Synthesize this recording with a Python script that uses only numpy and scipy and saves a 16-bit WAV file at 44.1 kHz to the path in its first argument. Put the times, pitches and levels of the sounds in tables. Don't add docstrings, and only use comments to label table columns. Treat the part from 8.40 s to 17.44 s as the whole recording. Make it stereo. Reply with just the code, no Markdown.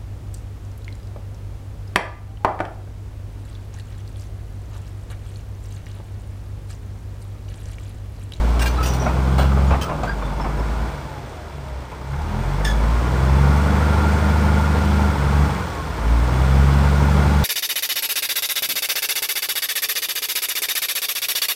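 import sys
import numpy as np
from scipy import signal
from scipy.fft import rfft, irfft, next_fast_len
from scipy.io import wavfile
from scipy.ndimage import uniform_filter1d, map_coordinates

SR = 44100
rng = np.random.default_rng(int(sys.argv[2]) if len(sys.argv) > 2 else 0)


def transcribe(signal):
    frames = np.atleast_2d(signal).T
    limited = np.clip(frames, -1, 1)
    pcm = np.round(limited * 32767).astype(np.int16)
    wavfile.write(sys.argv[1], SR, pcm)


N = 398663
FULL_FIRING_HZ, MIC_LIMIT_HZ = 75.6, 15550
LEFT_RIGHT = np.array([[.5], [-.5]])

# (time [s], firing rate [Hz])
FIRING_RATE = [(0, 56.04), (.59, 63.35), (1.1, 67.73), (1.38, 67.57), (1.7, 49.8), (1.96, 49.17),
               (2.3, 55.2), (2.52, 54.83), (2.68, 48.06), (3.15, 35.5), (3.5, 30.45), (3.71, 33.66),
               (4, 43.52), (4.74, 63.26), (5.2, 72.83), (5.6, 75.54), (6.66, 75.5), (6.81, 69.84),
               (7.08, 72.9), (7.25, 64), (7.45, 56.97), (7.63, 53.84), (7.98, 64.3), (8.33, 69.84),
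               (9.04, 73.1)]
# (time [s], fuel [dB re full throttle])
THROTTLE_MOVES = [(0, -1), (1.39, -16.5), (1.65, -5), (2.52, -25), (3.17, -13), (3.44, -14), (3.72, -3),
                  (3.88, -1.5), (6.69, -6), (6.93, 1), (7.11, -16), (7.59, -1.5), (7.72, 0)]
# (frequency [Hz], gain [dB])
STACK_GAIN = [(30, -46), (37, -25), (48, -17.5), (57, -12.5), (63.3, -20), (67.5, -13), (72, -17),
              (76, -16.5), (85, -20), (105, -31), (118, -25), (139, -13), (152, -22), (175, -35),
              (205, -20.5), (225, -23.5), (255, -32.5), (300, -24), (330, -34), (380, -41)]
# (time [s], clatter [dB], hiss [dB], gear whine [dB])
ENGINE_SWELL = [(0, -3.5, 0, -6), (1.3, -6, -3, -3), (2.2, -2.5, -2, 0.5), (3.25, -1.5, -1, 0.5),
                (3.8, 1.2, 0.5, 0), (5.4, 0.8, 0.5, 5), (6.9, 0, 0.63, 0.5), (8.1, 1, 1.6, 1.5),
                (9.04, 1.5, 2.1, 0)]
# (frequency [Hz], level [dB])
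BLOCK_COLOUR = [(25, -31), (48, 3.5), (95, 7), (170, 4), (260, -1), (450, 0), (700, -3.5), (1000, -4.5),
                (1250, -5.5), (1500, -8), (1900, -15), (2300, -16.5), (2800, -34), (6000, -76.5)]
# (frequency [Hz], level [dB])
HISS_COLOUR = [(1000, -30), (2000, -2.5), (2900, 0.3), (4200, -.3), (5300, -1.2), (7000, -5.3),
               (8600, -4.8), (9700, -9), (11200, -17), (13300, -11.5), (15500, -12)]
# (frequency [Hz], width [Hz], gain [dB])
CASING_MODES = [(933, 170, -1.5), (1415, 15, 5), (2230, 1240, 1.5), (3403, 48, 4.5)]
# (place in the six-firing cycle [0-1], pitch [Hz], relative level [dB])
COVER_BLOWS = [(.19, 1428, -28.5), (.33, 890, -34), (.37, 1455, -35), (.65, 895, -27.7), (.74, 1005, -32.5),
               (.73, 815, -32.5)]
# (frequency [Hz], width [Hz], gain [dB])
BLOCK_MODES = [(895, 190, 0)]
# (teeth [per turn], relative level [dB])
GEAR_MESHES = [(35, -38), (47, -41.5), (55, -39.5)]
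# (frequency [Hz], width [Hz], gain [dB])
GEAR_CASE_MODES = [(630, 70, -8), (880, 70, -5.5), (1075, 90, -1), (1387, 62, -1)]
# (order [cycles per turn], level at full speed [dB])
CRANK_ORDERS = [(4, -30.5), (18, -46.5), (40, -54), (57, -53)]
# (frequency [Hz], width [Hz], gain [dB])
HYDRAULIC_MODES = [(146, 35, -7), (201, 20, 0)]
# (time [s],
# relative level [dB], relative scrape [dB], t60 [s])
SHOE_DROPS = [(0.193, -19, -9.5, 0.17), (0.215, -21, -7, 0.3), (0.257, -22, -5.5, 0.17),
              (0.274, -29, -13, 0.12), (0.428, -22, -5.5, 0.31), (0.458, -22, -4.5, 0.18),
              (0.533, -24, -6, 0.17), (0.617, -21.5, -20, 0.42), (0.659, -14.5, -30, 0.27),
              (0.981, -13, -12.5, 0.28), (1.02, -17, -24, 0.15), (1.171, -22, -31, 0.35),
              (1.306, -9.5, -26, 0.2), (1.338, -15, -30, 0.17), (1.412, -18.5, -6, 0.15),
              (1.489, -17, -33, 0.3), (1.632, -15, -21, 0.22), (1.818, -20.5, -27, 0.16),
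              (1.998, -17, -33, 0.12), (2.043, -16, -33, 0.2), (3.516, -24, -28, 0.15),
              (4.246, -22, -6, 0.28)]
# (frequency [Hz], level [dB])
SHOE_COLOUR = [(150, 4), (350, -4.5), (600, 5), (850, 3.5), (1200, 1.5), (1700, -11), (2500, -11),
               (4000, -45), (9000, -73)]
# (frequency [Hz], level [dB])
SCRAPE_COLOUR = [(800, -20), (1500, 6), (2000, 1), (2800, 5), (4200, 3), (6500, 0), (8800, -3),
                 (11200, -12), (14000, -4)]
# (time [s], length [s], pitch [Hz], slide [Hz], relative level [dB], overtone step [dB], waver [Hz])
JOINT_SLIPS = [(.205, .035, 2770, 0, -31, -9, 25), (.208, .022, 1590, 0, -29, -20, 50),
               (.207, .035, 8270, 0, -37, -20, 90), (.255, .032, 1610, 0, -26, -12, 45),
               (.257, .03, 2370, 0, -30, -14, 40), (.262, .025, 2790, 0, -31, -14, 35),
               (.275, .05, 6000, 0, -45, -24, 80), (.382, .055, 1330, -70, -27, -17, 75),
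               (.365, .05, 4020, -120, -43, -24, 50), (.432, .15, 5850, 0, -37, -24, 95),
               (.455, .04, 8250, 0, -40, -24, 70), (.468, .035, 5860, 0, -32, -27, 110),
               (.598, .028, 5860, 0, -34, -27, 110), (.62, .075, 5850, 0, -42, -27, 130),
               (1.275, .035, 6850, 0, -45, -18, 90), (1.412, .026, 3100, -40, -31, -16, 95),
               (1.437, .059, 1290, 0, -31, -20, 90), (1.672, .066, 1560, 50, -27.5, -26, 65),
               (1.68, .055, 4700, 130, -43, -24, 60), (1.822, .09, 3520, 0, -44.5, -20, 60),
               (2.008, .05, 5280, 0, -45, -22, 70), (2.172, .046, 5340, 0, -49, -20, 70),
               (4.249, .04, 1755, -55, -25, -7, 55), (4.251, .022, 3450, -40, -26.5, -22, 110),
               (4.268, .07, 3430, -40, -35, -22, 70), (4.25, .016, 5230, -60, -30, -24, 150),
               (4.245, .02, 8700, 0, -38, -24, 200), (4.28, .055, 1715, -30, -33.5, -4, 40)]
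# (time [s], level [dB])
ROLLER_LEVEL = [(0, -32), (.7, -29.5), (1.4, -29.5), (1.9, -33.5), (2.35, -35.5), (2.8, -44.5), (3.3, -63)]
# (frequency [Hz], level [dB])
ROLLER_COLOUR = [(40, -20), (150, 4), (330, 0.5), (480, -0.5), (640, 0.5), (1200, -4.5), (1550, -7.5),
                 (1750, -31), (2400, -22), (3500, -54), (8000, -73)]
# (frequency [Hz], t60 [s])
YARD_DECAY = [(100, .25), (1000, 0.2), (4000, 0.16), (12000, 0.079)]
# (frequency [Hz], correlation [0-1])
MIC_LIKENESS = [(60, .997), (240, .94), (470, .88), (950, .68), (1900, .66), (3800, .66), (8000, .6),
                (14000, .6)]
# (frequency [Hz], left minus right [dB])
MIC_BALANCE = [(60, 2.5), (110, 0), (200, 3), (380, 0), (700, 0), (1280, 0), (2370, -0.5), (4380, 2.5),
               (8080, 1), (14900, 0)]
# (frequency [Hz], phase [rad])
MIC_LEAD = [(0, 0), (300, .05), (1200, .2), (3000, .6), (6000, .6), (9000, 1), (15000, .7)]


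def exhaust(firings, firing_hz, speed_db, load_db):
    speedup = np.maximum(np.gradient(firing_hz) * SR, 0)
    boom_db = load_db + .0542 * speedup
    overtone_db = .75 * amp(speed_db) * load_db + .1274 * speedup
    slack = np.clip(1 - amp(np.minimum(load_db, 2 * speed_db + 2.5)), 0, 1)
    out = np.zeros(N)
    for k in range(1, 6):
        pulse_db = 1.16 * speed_db - 6 * np.log2(k) + (boom_db if k == 1 else overtone_db)
        uneven_db = (.55 * k + 1.5 * slack) * wobble(13)
        angle = 2 * np.pi * (k * firings + .09 * slack * wobble(22))
        out += amp(pulse_db + along(STACK_GAIN, k * firing_hz) + uneven_db) * np.sin(angle)
    return np.sqrt(2) * out


def throttle(slew_s=.15):
    times, fuel_db = np.transpose(THROTTLE_MOVES)
    return eased(fuel_db[np.searchsorted(times[1:], np.arange(N) / SR)], slew_s)


def combustion_clatter(firings, speed_db, load_db):
    knocks = unit(fan(speed_db) + strokes(firings, cylinder_db=2.5, scatter_db=1.2, fade=1))
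    body = lambda hz: amp(along(BLOCK_COLOUR, hz)) * casing(hz)
    place = firings / 6 % 1
    patterns = rng.standard_normal((2, 4096))
    strikes = np.array([map_coordinates(p, [place * (len(p) - 1)], mode="wrap") for p in patterns])
    block = unit(rush(body) + .45 * coloured(strikes, body))
    swell_db, _, _ = curves(ENGINE_SWELL)
    level_db = -24 + 1.29 * speed_db + .13 * load_db + swell_db
    return amp(level_db + .45 * wobble(14)) * knocks * block


def valve_ticks(firings, speed_db, load_db):
    ticks = unit(fan(speed_db) + strokes(2 * firings, cylinder_db=1.5, scatter_db=2, fade=1.8))
    hiss = rush(lambda hz: amp(along(HISS_COLOUR, hz)) * casing(hz))
    _, swell_db, _ = curves(ENGINE_SWELL)
    return amp(-37.5 + speed_db + .093 * load_db + swell_db) * ticks * hiss


def fan(speed_db):
    return 4 * amp(.4 * speed_db)


def strokes(count, cylinder_db, scatter_db, fade):
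    index = count.astype(int)
    strength_db = cylinder_db * np.array([1, -.6, .3, -1, .7, -.4])[index % 6]
    strength_db += scatter_db * rng.standard_normal(2048)[index]
    return unit(amp(strength_db) * np.exp(-fade * (count % 1)))


def casing(hz):
    return np.sqrt(1 + 2 * ringing(CASING_MODES, hz) ** 2)


def cover_throb(firings, firing_hz, speed_db, rise_s=.005):
    out = np.zeros((2, N))
    swell_db, _, _ = curves(ENGINE_SWELL)
    level_db = 4.2 * speed_db + swell_db
    for place, hz, db in COVER_BLOWS:
        cycle, part = np.divmod(firings / 6 + 1 - place, 1)
        age = part * 6 / firing_hz
        scatter_db, detune, phase, spread = rng.standard_normal((4, 256))[:, cycle.astype(int)]
        angle = 2 * np.pi * hz * (1 + .012 * detune) * age + np.pi * phase + spread * LEFT_RIGHT
        envelope = age / rise_s * np.exp(1 - age / rise_s)
        out += amp(db + level_db + scatter_db) * envelope * np.sin(angle)
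    return np.sqrt(2) * out


def lugging(firings, speed_db, load_db):
    blows = strokes(firings, cylinder_db=1, scatter_db=1, fade=.8) * rng.standard_normal((2, N))
    ring = coloured(blows, lambda hz: ringing(BLOCK_MODES, hz) ** 2)
    slowness = np.clip(2 * (1 - amp(speed_db)), 0, 1)
    return amp(-33.5 + .9 * load_db) * slowness * ring


def drive_whine(turns, speed_db, load_db, pump_order=8):
    turn_hz = np.gradient(turns) * SR
    _, _, swell_db = curves(ENGINE_SWELL)
    mesh_db = 2.2 * wobble(8) - .04 * load_db + swell_db
    gears = sum(crank_tone(turns, teeth, db + mesh_db) * ringing(GEAR_CASE_MODES, teeth * turn_hz)
                for teeth, db in GEAR_MESHES)
    shafts = sum(crank_tone(turns, order, db + 2.2 * speed_db) for order, db in CRANK_ORDERS)
    pump = crank_tone(turns, pump_order, -26 + .9 * speed_db)
    return gears + shafts + pump * ringing(HYDRAULIC_MODES, pump_order * turn_hz)


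def crank_tone(turns, order, db):
    gain = np.sqrt(2) * amp(db + 2.2 * wobble(17))
    return gain * np.sin(2 * np.pi * order * turns + .018 * order * wobble(18))


def track_clanks(rise_s=.002):
    out, age = np.zeros((2, N + SR)), np.arange(SR // 3) / SR
    grains = amp(2.2 * wobble(243))[:len(age)]
    for start, db, scrape_db, t60 in SHOE_DROPS:
        ripple_db = 6.5 * rng.standard_normal(260)
        modes = lambda hz: amp(np.interp(hz, np.linspace(0, SR / 2, len(ripple_db)), ripple_db))
        bright = min(amp(scrape_db + 4.5), .95)
        blunt = lambda hz: amp(2.5 * np.log2(bright) * np.log2(1 + hz / 3000))
        clunk = rush(lambda hz: amp(along(SHOE_COLOUR, hz)) * np.sqrt(modes(hz)), len(age))
        grit = rush(lambda hz: amp(along(SCRAPE_COLOUR, hz)) * modes(hz) * blunt(hz), len(age))
        grit *= np.roll(grains, rng.integers(len(age)))
        envelope = amp(db - 3.3 - 60 * age / t60) * (1 - np.exp(-age / rise_s))
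        first = round(start * SR)
        out[:, first:first + len(age)] += envelope * (np.sqrt(1 - bright ** 2) * clunk + bright * grit)
    return out[:, :N]


def joint_squeaks():
    out, harmonic = np.zeros(N), np.arange(1, 9)[:, None]
    waver = wobble(1100)
    chatter = amp(3 * wobble(160.4))
    for start, length, hz, slide_hz, db, step_db, waver_hz in JOINT_SLIPS:
        span = slice(round(start * SR), round((start + length) * SR))
        progress = np.linspace(0, 1, len(waver[span]))
        angle = 2 * np.pi * np.cumsum(hz + slide_hz * progress + waver_hz * waver[span]) / SR
        gains = amp((harmonic - 1) * step_db) * (harmonic * hz < MIC_LIMIT_HZ)
        tone = (gains * np.sin(harmonic * angle)).sum(0)
        grip = np.interp(progress, [0, .07, .7, 1], [0, 1, .7, 0])
        out[span] += np.sqrt(2) * amp(db) * tone * chatter[span] * grip
    return out


def roller_grind():
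    level_db, = curves(ROLLER_LEVEL)
    return amp(level_db + 2 * wobble(45.2)) * rush(lambda hz: amp(along(ROLLER_COLOUR, hz)))


def yard_echo(x):
    hz, t, spectra = signal.stft(rng.standard_normal((2, SR // 2)), SR, nperseg=256)
    decay = amp(-60 * t / along(YARD_DECAY, hz)[:, None])
    _, tail = signal.istft(spectra * decay, SR, nperseg=256)
    delayed = np.pad(x, (400, 0))[None]
    return signal.fftconvolve(delayed, tail / np.linalg.norm(tail[0]), axes=1)[:, :N]


def rush(colour, size=N):
    return coloured(rng.standard_normal((2, size)), colour)


def coloured(pair, colour):
    width = lambda hz: np.arccos(along(MIC_LIKENESS, hz)) / 2
    mid, side = filtered(pair, lambda hz: colour(hz) * np.array([np.cos(width(hz)), np.sin(width(hz))]))
    stereo = np.array([mid + side, mid - side])
    return unit(filtered(stereo, lambda hz: amp(along(MIC_BALANCE, hz) * LEFT_RIGHT)))


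def ringing(modes, hz):
    return np.sqrt(sum(amp(db) ** 2 / (1 + (2 * (hz - centre) / width) ** 2)
                       for centre, width, db in modes))


def filtered(x, response):
    n = x.shape[-1]
    padded = next_fast_len(n + 4096)
    return irfft(rfft(x, padded) * response(np.fft.rfftfreq(padded, 1 / SR)), padded)[..., :n]


def along(points, hz):
    freqs, values = np.transpose(points)
    return np.interp(np.log(hz + 1), np.log(freqs + 1), values)


def curves(rows):
    times, *columns = np.transpose(rows)
    return [np.interp(np.arange(N) / SR, times, column) for column in columns]


def wobble(rate):
    return map_coordinates(rng.standard_normal(8192), [np.arange(N) * rate / SR], mode="wrap")


def eased(x, seconds):
    return uniform_filter1d(x, round(seconds * SR), mode="nearest")


def amp(db):
    return 10 ** (np.asarray(db) / 20)


def unit(x):
    return x / np.sqrt(np.mean(x ** 2) + 1e-20)


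def scene():
    firing_hz = eased(curves(FIRING_RATE)[0], seconds=.09)
    firings = np.cumsum(firing_hz) / SR
    turns = firings / 3
    speed_db, load_db = 20 * np.log10(firing_hz / FULL_FIRING_HZ), throttle()
    boom = exhaust(firings, firing_hz, speed_db, load_db)
    whine = drive_whine(turns, speed_db, load_db)
    squeaks = joint_squeaks()
    tracks = track_clanks() + amp(-1.5) * squeaks + amp(-6.5) * yard_echo(squeaks)
    engine = (boom + whine) * amp(.54 * LEFT_RIGHT)
    engine += cover_throb(firings, firing_hz, speed_db)
    engine += combustion_clatter(firings, speed_db, load_db)
    engine += valve_ticks(firings, speed_db, load_db)
    engine += lugging(firings, speed_db, load_db)
    return engine + tracks + roller_grind()


def record(dry):
    return filtered(dry, lambda hz: (hz < MIC_LIMIT_HZ) * np.exp(1j * along(MIC_LEAD, hz) * LEFT_RIGHT))


dry = scene()
out = record(dry)
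transcribe(out)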